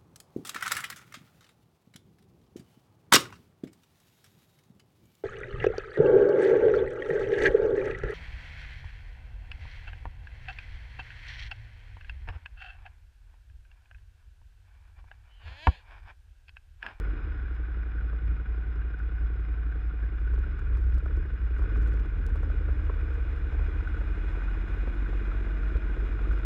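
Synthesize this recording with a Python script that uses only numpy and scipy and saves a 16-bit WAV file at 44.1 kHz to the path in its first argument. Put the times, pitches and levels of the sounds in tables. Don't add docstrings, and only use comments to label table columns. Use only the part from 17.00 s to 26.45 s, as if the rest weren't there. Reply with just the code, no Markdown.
import sys
import numpy as np
from scipy import signal
from scipy.io import wavfile
from scipy.ndimage import uniform_filter1d

SR = 44100
rng = np.random.default_rng(int(sys.argv[2]) if len(sys.argv) > 2 else 0)


def store_wav(level_fs):
    pcm = np.round(np.clip(np.atleast_2d(level_fs), -1, 1) * 32767)
    wavfile.write(sys.argv[1], SR, pcm.T.astype(np.int16))


def boost(x):
    u = np.asarray(x, float) / 20
    return 10 ** u


N = 416744
T = np.arange(N) / SR
LEAD = 8000

# time_s, cycles_per_s
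SPEED = [(0.0, 16.804), (0.46, 11.733), (0.8, 11.192), (2.62, 11.008), (3.18, 10.834), (3.5, 13.232),
         (3.77, 11.794), (3.93, 12.068), (4.2, 13.93), (4.43, 11.046), (4.53, 11.501), (4.75, 18.2),
         (4.88, 18.665), (5.2, 14.029), (5.57, 14.433), (6.28, 13.566), (7.8, 15.55), (9.45, 16.477)]
# time_s, level_db
EFFORT = [(0, -28), (.25, -31.5), (.8, -30.5), (1.25, -28), (1.6, -29.5), (2.5, -28.5), (3.16, -29),
          (3.37, -23.5), (3.55, -31), (3.85, -23.5), (4.2, -26), (4.35, -30.5), (4.76, -21.5), (5.08, -27),
          (5.35, -25.5), (6.4, -28.5), (8.6, -27.5), (9.45, -27)]


def evened(x):
    return x / np.sqrt(np.mean(x ** 2) + 1e-20)


def column(rows, index):
    return np.interp(T, [r[0] for r in rows], [r[index] for r in rows])


def colour(x, points):
    f, db = np.transpose(points)
    hz = np.abs(np.fft.fftfreq(2 ** 15, 1 / SR))
    gain_db = np.interp(np.log(hz + 1), np.log(f), db, -90, -120)
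    log_gain = np.log(boost(np.maximum(gain_db, -120)))
    taps = np.fft.ifft(np.exp(np.conj(signal.hilbert(log_gain)))).real[:2 ** 14]
    return signal.oaconvolve(x, taps)[:len(x)]


def resonate(x, hz, width):
    turn = np.exp(2j * np.pi * np.cumsum(hz * np.ones(N)) / SR)
    r = np.exp(-np.pi * width / SR)
    return (turn * signal.lfilter([1], [1, -2 * r, r * r], x / turn)).real


def steady(x, seconds):
    width = int(seconds * SR)
    power = uniform_filter1d(uniform_filter1d(x ** 2, width), width)
    return x / np.sqrt(power + 1e-20)


def wander(hz):
    pole = [1, -np.exp(-2 * np.pi * hz / SR)]
    once = signal.lfilter([1], pole, rng.standard_normal(N))
    return evened(signal.lfilter([1], pole, once))


def strokes(pattern, late_s, uneven_db):
    places, dbs = np.transpose(pattern)
    turns = np.cumsum(np.pad(column(SPEED, index=1), (LEAD, 0), "edge")) / SR
    cycle = np.arange(-4, 196)[:, None]
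    luck = rng.standard_normal((200, len(places), 2))
    at = np.interp(cycle + places, turns - turns[LEAD], np.arange(N + LEAD), -SR, -SR)
    at = at + late_s * SR * luck[..., 0]
    size = boost(dbs + uneven_db * luck[..., 1])
    clicks = np.bincount(at[at > 0].astype(int), size[at > 0], N + SR)[:N + LEAD]
    return signal.oaconvolve(clicks, np.hanning(41), "same")


def puffs(clicks, rise_s, fall_s, rest):
    t = np.arange(4000) / SR
    shape = (1 - np.exp(-t / rise_s)) * np.exp(-t / fall_s)
    swell = signal.oaconvolve(clicks, shape)[LEAD:LEAD + N]
    return (evened(swell) + rest) * rng.standard_normal(N)


def struck(rows, rise_s, fall_s, level_db):
    onset_s = .00199
    t, out = np.arange(3000) / SR, np.zeros(N + 3000)
    shape = (1 - np.exp(-t / rise_s)) ** 2 * np.exp(-t / fall_s)
    shape = shape / shape.max()
    for s, db, hz in rows:
        ring = boost(db + level_db) * shape * np.sin(2 * np.pi * hz * t)
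        out[round((s - onset_s) * SR):][:len(t)] += ring
    return out[:N]


def jolts():
    # time_s, level_db, half_length_s
    bumps = [(1.29, 6.5, 0.035), (1.44, -8.5, 0.032), (1.968, -9.5, 0.038), (2.965, -4, 0.044),
             (3.037, 4.5, 0.035), (3.758, 6.5, 0.049), (3.946, 5.5, 0.024), (4.021, -10, 0.036),
             (4.426, 3.5, 0.05), (4.69, -4, 0.06), (5.112, -12, 0.021), (6.618, 3.5, 0.15),
             (7.66, -5.5, 0.037), (8.764, 7, 0.021), (8.798, -12, 0.023), (9.174, -5.5, 0.038),
             (9.317, 2.5, 0.26), (9.414, -16, 0.019), (9.45, 2.5, 0.017), (2.25, 3, 0.07),
             (5.706, 3.5, 0.034), (5.89, 1, 0.071)]
    t = T[::40]
    level = sum(db * np.cos(np.pi / 2 * np.clip((t - s) / half, -1, 1)) ** 2 for s, db, half in bumps)
    return np.interp(T, t, level)


def follows(idle_db, per_effort, per_speed, per_jolt, per_pull):
    effort = column(EFFORT, index=1) + 29
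    speed = column(SPEED, index=1) - 11
    pull = uniform_filter1d(np.gradient(speed) * SR, SR // 10)
    pull = pull * (T > .5)
    level = idle_db + per_effort * effort + per_speed * speed
    return boost(level + per_jolt * jolts() + per_pull * pull)


def boom():
    # cycle_place (0-1), strength_db
    burns = [
        (.246, 0.),
        (.866, -1.2),
    ]
    # frequency_hz, level_db
    mount = [(18, -42.5), (28, -18.5), (32, -8.5), (36, -4), (45, -2), (58, 6.5), (66, -3), (72, -4),
             (79, -21), (89, -13), (99, -17.5), (122, -36.5), (145, -28.5), (165, -37.5), (260, -57)]
    # frequency_hz, level_db (per Hz)
    road = [(18, -18), (30, -5), (60, 0), (78, -9), (100, -13), (130, -32)]
    firings = strokes(burns, late_s=.0004, uneven_db=2.1)
    level = boost(column(EFFORT, index=1) + jolts())
    loose = boost(-11.5) * evened(colour(rng.standard_normal(N), road))
    return level * steady(evened(colour(firings, mount)[LEAD:]) + loose, 0.13)


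def exhaust():
    # cycle_place (0-1), strength_db
    blows_at = [
        (.09, 0.),
        (.35, -8.),
        (.71, -5.5),
    ]
    # frequency_hz, level_db (per Hz)
    pipe = [(120, -31), (190, -6), (250, -3.5), (330, -3.5), (450, -1.5), (600, -19), (800, -26.5),
            (1100, -53)]
    # frequency_hz, width_hz, level_db
    pipe_modes = [(250, 50, -7), (303, 40, -1.5), (400, 55, -10)]
    # idle_db, db_per_effort_db, db_per_cycle_per_s, jolt_share, db_per_cycle_per_s2
    puff_gain = (-53, 0.21, 0.9154, 0.63, 0.0632)
    blows = strokes(blows_at, late_s=.0004, uneven_db=1.)
    pulse = boost(-22) * evened(np.roll(blows, 130)[LEAD:])
    rough = evened(puffs(blows, rise_s=.004, fall_s=.008, rest=.4))
    blown = colour(rough + pulse, pipe)
    ring = sum(boost(db) * evened(resonate(blows[LEAD:], hz, width)) for hz, width, db in pipe_modes)
    return follows(*puff_gain) * steady(evened(blown) + ring, 0.15)


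def clatter():
    # cycle_place (0-1), strength_db
    knocks_at = [
        (.13, -6.),
        (.5, -10.),
        (.68, -8.),
        (.78, 0.),
    ]
    # frequency_hz, level_db (per Hz)
    case = [(450, -38), (600, -17), (800, -19.5), (1000, -15), (1300, -10), (1500, -2), (1750, -13.5),
            (2300, -18), (2900, -22.5), (3500, -30), (4400, -43.5), (6500, -69)]
    # frequency_hz, width_hz, level_db
    lid_hz, lid_width, lid_db = (1470, 200, -11.5)
    # frequency_hz, width_hz, level_db
    case_modes = [(4986, 230, -81.5), (6900, 310, -90), (4550, 72, -91)]
    # idle_db, db_per_effort_db, db_per_cycle_per_s, jolt_share, db_per_cycle_per_s2
    knock_gain = (-53, -0.25, 0.76, 0.3, 0.0844)
    knocks = strokes(knocks_at, late_s=0.0015, uneven_db=1.4)
    rush = puffs(knocks, rise_s=0.0027, fall_s=0.0028, rest=4.0)
    blows_on_lid = puffs(knocks, rise_s=.002, fall_s=.006, rest=.45)
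    lid = boost(lid_db) * evened(resonate(blows_on_lid, lid_hz, lid_width))
    rings = sum(boost(db + 43.0) * evened(resonate(rush, hz, width)) for hz, width, db in case_modes)
    return follows(*knock_gain) * (steady(evened(colour(rush, case)) + lid, 0.65) + rings)


def whine():
    # time_s, level_db
    whine_level = [
        (0, -69),
        (.2, -73),
        (.5, -69.5),
        (3.2, -68),
        (3.4, -93.5),
        (9.45, -97.5),
    ]
    teeth = 67.3
    hz = teeth * uniform_filter1d(np.minimum(column(SPEED, index=1), 11.3), SR // 2)
    line = np.sqrt(2) * np.sin(2 * np.pi * np.cumsum(hz + 13 * wander(hz=25.6)) / SR)
    return boost(column(whine_level, index=1) + 2.6 * wander(hz=44)) * line


def spray():
    # time_s, level_db
    spray_level = [(0, -89), (1.8, -89.5), (3.3, -86), (3.95, -84.5), (4.3, -85), (5.1, -82.5),
                   (6.3, -78.5), (7.3, -75.5), (9.45, -76.5)]
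    # frequency_hz, level_db (per Hz)
    spray_colour = [(350, -28), (550, 5.5), (1000, 4), (1500, 5.5), (2500, 1), (3500, -9.5), (4600, -23.5),
                    (5600, -27), (7000, -29), (8500, -36.5), (10500, -38), (12500, -44.5), (13500, -70)]
    # frequency_hz, level_db (per Hz)
    mist_colour = [(11500, -30), (12800, 0), (13800, -6), (14800, -30)]
    sizes = boost(4 * np.minimum(rng.exponential(1, N), 4))
    falls = rng.random(N) < 2500 / SR
    drops = sizes * falls * rng.choice([-1, 1], N)
    bursts = boost(-55 + 8 * np.minimum(wander(hz=14), 1.5))
    mist = bursts * evened(colour(rng.standard_normal(N), mist_colour))
    hiss = rng.standard_normal(N) * boost(1.5 * wander(hz=25.5)) + 0.63 * evened(drops)
    return boost(column(spray_level, index=1) + 23.0) * (evened(colour(hiss, spray_colour)) + mist)


def rolling():
    # frequency_hz, level_db (per Hz)
    tyre = [(60, -27.5), (85, -2), (120, 1.5), (170, -2), (220, -10), (300, -25)]
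    # time_s, pitch_hz, level_db
    chain = [(0, 215, -90), (4.9, 215, -80), (5.1, 228, -57), (5.5, 275, -53), (5.8, 305, -55),
             (6.15, 328, -59), (6.5, 338, -62), (6.7, 335, -85), (8.1, 316, -80), (8.4, 318, -54),
             (9.45, 323, -54)]
    # idle_db, db_per_effort_db, db_per_cycle_per_s, jolt_share, db_per_cycle_per_s2
    rumble_gain = (-53, 0.08, 0.8, 0.6, -0.17)
    rumble = follows(*rumble_gain) * steady(colour(rng.standard_normal(N), tyre), 0.043)
    pitch = column(chain, index=1)
    hum = np.zeros(N)
    for k, db in [(1, -4), (2, -10.5)]:
        hum += boost(db) * steady(resonate(rng.standard_normal(N), k * pitch, width=6), 0.068)
    return rumble + boost(column(chain, index=2)) * hum


def frame_hum():
    # idle_db, db_per_effort_db, db_per_cycle_per_s, jolt_share, db_per_cycle_per_s2
    hum_gain = (-65.5, 0, 3.5, -1, 0)
    turns = 6 * np.cumsum(column(SPEED, index=1)) / SR
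    return follows(*hum_gain) * boost(5.0 * wander(hz=4)) * np.sin(2 * np.pi * (turns + 0.48))


def pops():
    # time_s, peak_db, pitch_hz
    pop_rows = [(0.135, -33, 267), (0.169, -35, 355), (0.771, -39, 231), (1.276, -31, 245),
                (1.847, -35.5, 310), (2.661, -36, 274), (2.754, -50, 283), (2.846, -43, 334),
                (2.938, -40, 331), (3.033, -50, 266), (3.123, -35, 332), (3.217, -42, 358),
                (3.695, -39, 387), (4.027, -36, 458), (4.1, -33, 446), (4.176, -26, 336), (4.659, -44, 304),
                (4.717, -40, 245), (4.752, -42, 253), (4.809, -35, 325), (4.882, -35, 269),
                (5.202, -31, 260), (5.324, -31, 264), (5.467, -35, 300), (5.539, -41, 272),
                (5.677, -41, 269), (5.889, -30, 266), (6.031, -33, 370), (6.106, -33, 470),
                (6.178, -36, 444), (6.252, -36, 444), (6.469, -34, 360), (6.541, -38, 272),
                (6.612, -30, 299), (6.685, -30, 396), (6.757, -39, 229), (6.826, -31, 304),
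                (7.006, -37, 318), (7.102, -34, 396), (7.238, -44, 318), (7.371, -34, 423),
                (7.437, -30.5, 310), (7.698, -33.5, 344), (7.764, -34, 315), (7.828, -37, 320),
                (7.874, -24, 239), (8.023, -28, 231), (8.083, -49, 327), (8.127, -37, 374),
                (8.149, -44, 353), (8.213, -31, 383), (8.279, -35, 340), (8.403, -43, 283),
                (8.468, -33, 355), (8.755, -26.5, 423), (8.872, -42, 231), (8.898, -31, 360),
                (9.025, -34, 390), (9.331, -41, 328), (9.367, -38, 350)]
    return struck(pop_rows, rise_s=0.00069, fall_s=0.0055, level_db=-7)


def raps():
    # time_s, peak_db, pitch_hz
    rap_rows = [(0.1775, -47, 1500), (0.3204, -40, 1500), (0.4599, -37.5, 1550), (0.6384, -38.5, 1510),
                (0.834, -40, 1480), (0.9856, -36.5, 1520), (1.0106, -37.5, 1460), (1.0989, -38.5, 1500),
                (1.1887, -37.5, 1470), (1.3992, -41, 1480), (1.4605, -37, 1490), (1.6402, -42, 1525),
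                (1.7924, -41, 1570), (1.8203, -39, 1610), (1.8831, -45, 1460), (1.9425, -36, 1504),
                (2.002, -33, 1480), (2.1844, -36.5, 1494), (2.5416, -46, 1430), (2.7246, -35.5, 1540),
                (2.76, -46, 1640), (2.9113, -37, 1404), (3.036, -41, 1643), (3.2779, -36, 1490),
                (3.3089, -38, 1530), (3.3623, -43.5, 1500), (3.441, -37, 1420), (3.6167, -41, 1600),
                (3.6697, -36.5, 1460), (3.9245, -43, 1660), (4.567, -34, 1474), (4.6997, -44, 1400),
                (4.7571, -34.5, 1520), (4.811, -36, 1526), (4.8604, -37, 1470), (6.0222, -46, 1480),
                (6.116, -38.5, 1450), (6.4837, -44, 1460), (6.6623, -37, 1500), (6.8039, -36.5, 1453),
                (6.8748, -30, 1480), (6.9441, -35, 1516), (6.971, -33.5, 1470), (7.1496, -33.5, 1453),
                (7.418, -37.5, 1505), (7.4833, -33.5, 1476), (7.5976, -45, 1440), (8.0622, -34, 1510),
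                (8.2534, -43, 1630), (8.3175, -33, 1330), (8.3449, -39, 1470), (8.632, -34, 1404),
                (8.657, -36, 1420), (8.8044, -45, 1460), (8.8468, -41, 1420), (8.9017, -37, 1530),
                (9.1895, -38, 1380), (9.2145, -41, 1470), (9.3112, -31.5, 1470), (9.3736, -45, 1460)]
    return struck(rap_rows, rise_s=0.0013, fall_s=0.005, level_db=-5)


def slaps():
    # time_s, peak_db
    slap_rows = [(0.208, -57), (1.129, -44), (3.335, -40.5), (3.376, -42), (3.726, -44), (3.768, -45.5),
                 (3.973, -43.5), (4.057, -38), (4.169, -45), (4.591, -43.5), (4.619, -41.5), (4.64, -48),
                 (4.758, -38), (4.872, -44), (4.951, -49), (5.046, -43.5), (5.283, -41), (5.354, -39),
                 (5.428, -37), (5.499, -38.5), (5.685, -37.5), (5.895, -34), (5.965, -45), (6.521, -43),
                 (6.544, -43), (6.591, -40), (6.734, -55), (6.944, -45), (7.012, -35.5), (7.35, -41),
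                 (7.417, -44), (7.744, -40), (7.873, -38.5), (8.088, -43.5), (8.127, -40), (8.317, -46),
                 (8.343, -42), (8.468, -41), (8.757, -35.5), (8.968, -40.5), (9.001, -48.5), (9.189, -42),
                 (9.252, -40.5), (9.313, -42.5)]
    # frequency_hz, level_db
    slap_colour = [(200, -17.5), (400, 6), (800, -6.5), (1300, 0), (1700, -13), (2200, -23.5), (3500, -36)]
    peak_s = 0.0023
    at, t = np.zeros(N), np.arange(800) / SR
    for s, db in slap_rows:
        at[round(s * SR)] = boost(db + 11)
    burst = signal.oaconvolve(at, t / peak_s * np.exp(1 - t / peak_s))[:N]
    return colour(burst * rng.choice([-1., 1.], N), slap_colour)


def growl():
    # speed_multiple, start_s, end_s, level_db
    orders = [
        (13, .4, 5.2, -59),
        (17, .6, 3.2, -64),
        (11, 3.2, 7.5, -60),
        (13.25, 6.8, 9.6, -56),
        (22, 6.4, 9.6, -57),
        (27, 8.4, 9.6, -61),
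        (10, 8, 9.6, -59),
        (34.5, 5.4, 6.8, -61),
        (7, 7.2, 8.4, -54),
    ]
    fade_s = 0.37
    turns, sway = np.cumsum(column(SPEED, index=1)) / SR, wander(hz=6.9)
    out = np.zeros(N)
    for i, (k, start, end, db) in enumerate(orders):
        on = (T > start) & (T < end)
        fade = np.minimum(np.minimum(T[on] - start, end - T[on]) / fade_s, 1)
        waver = np.roll(sway, i * SR)[on]
        line = np.sin(2 * np.pi * (k * turns[on] + .07 * waver))
        out[on] += fade * boost(db + 4 + 2 * waver) * line
    return out


def ticks():
    # time_s, peak_db
    lone = [(0.549, -64.5), (1.989, -63), (2.4044, -67), (3.2, -67), (3.865, -66.5), (3.388, -57),
            (3.7574, -78), (3.8114, -63), (3.896, -64), (3.9815, -56.5), (4.058, -65), (4.167, -61),
            (4.9957, -59), (5.5692, -66), (5.8516, -62), (6.36, -64), (7.9498, -64.5), (8.11, -78),
            (8.6438, -67), (8.769, -56.5), (9.2274, -62), (9.3866, -58.5)]
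    # time_s, peak_db
    further_ticks = [(0.9594, -74), (1.6222, -77), (1.7554, -67), (2.2553, -78), (2.589, -70), (2.8704, -71),
                     (3.0435, -71.5), (3.454, -78), (3.7369, -64), (4.0103, -74), (4.0407, -65), (4.0776, -67),
                     (4.2248, -71), (4.2587, -68.5), (4.7282, -72), (4.7476, -66), (4.9656, -64.5), (7.7394, -73),
                     (7.7694, -72), (7.8865, -65), (8.2694, -65), (8.9094, -78)]
    # time_s, crest_db, rebound_db
    pairs = [(3.336, -62, -61), (3.583, -72, -58), (3.7707, -58.5, -61.5), (3.941, -56, -63.5),
             (4.582, -63, -62), (4.622, -59, -63), (4.7623, -68, -59.5), (4.818, -59, -58),
             (4.8728, -57, -61), (4.929, -61, -59), (5.0484, -69, -65), (5.284, -79, -62),
             (5.356, -59, -64), (5.429, -61, -66), (5.4995, -79, -65), (6.137, -64, -65),
             (9.3165, -57, -59)]
    # frequency_hz, level_db
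    tick_colour = [(1500, -27), (3000, 6), (6000, -0.5), (10000, -7), (13000, -12), (16000, -14)]
    # time_s, level_db
    drop_s, drop_db = (5.2655, -31.5)
    rebound_s = .009
    events = lone + [(s, db - 2.5) for s, db in further_ticks]
    events = events + [p[:2] for p in pairs] + [(s + rebound_s, db) for s, _, db in pairs]
    at = np.zeros(N)
    for s, db in events:
        at[round((s + .002) * SR)] = boost(db)
    t = np.arange(-3000, 3001) / SR
    grains = boost(6 * np.minimum(rng.exponential(1, N // 40 + 1), 3) - 6)
    grains = grains.repeat(40)[:N]
    tick = signal.oaconvolve(at, np.exp(-(t / 0.00097) ** 2), "same")
    halo = signal.oaconvolve(at, np.exp(-(t / 0.014) ** 2), "same")
    buzz = boost(-22.5) * grains * halo
    chatter = boost(1.0) * colour((tick + buzz) * rng.standard_normal(N), tick_colour)
    drop = -boost(drop_db) * signal.unit_impulse(N, int(drop_s * SR))
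    return chatter + signal.lfilter([0.49, 0.31, -.2, -0.19, -0.15], [1, -.45], drop)


def scene():
    # frequency_hz, level_db
    seal = [(30, -2.5), (2300, -0.5), (2470, 4.5), (2700, -9.5), (2850, 2), (3070, -10), (3350, 2),
            (3520, 0), (3700, 2), (4150, 2), (4360, -1.5), (4550, 1.5), (4850, -1), (5030, 7.5),
            (5250, 2.5), (20000, 7.5)]
    engine = boom() + exhaust() + whine() + frame_hum() + growl()
    through_port = colour(clatter() + spray(), seal)
    knocks = raps() + pops() + slaps() + ticks()
    return (engine + rolling() + through_port + knocks)[None]


def band_limit(x):
    return signal.sosfilt(signal.butter(12, 16500, fs=SR, output="sos"), x)


def record(dry):
    # frequency_hz, level_db
    hiss_colour = [(2000, -4), (5000, -1.5), (9000, -8.5), (12500, -16.5), (13500, -45.5)]
    hiss = boost(-100.5 + 2.5 * wander(hz=12)) * evened(colour(rng.standard_normal(N), hiss_colour))
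    low = signal.lfilter(*signal.butter(2, 150, fs=SR), dry)
    lopsided = signal.lfilter(*signal.butter(2, 25, "high", fs=SR), low ** 2)
    bent = dry - 0.12 * lopsided
    return band_limit(0.225 * np.tanh(bent / 0.21) + hiss)


dry = scene()
out = record(dry)
store_wav(out)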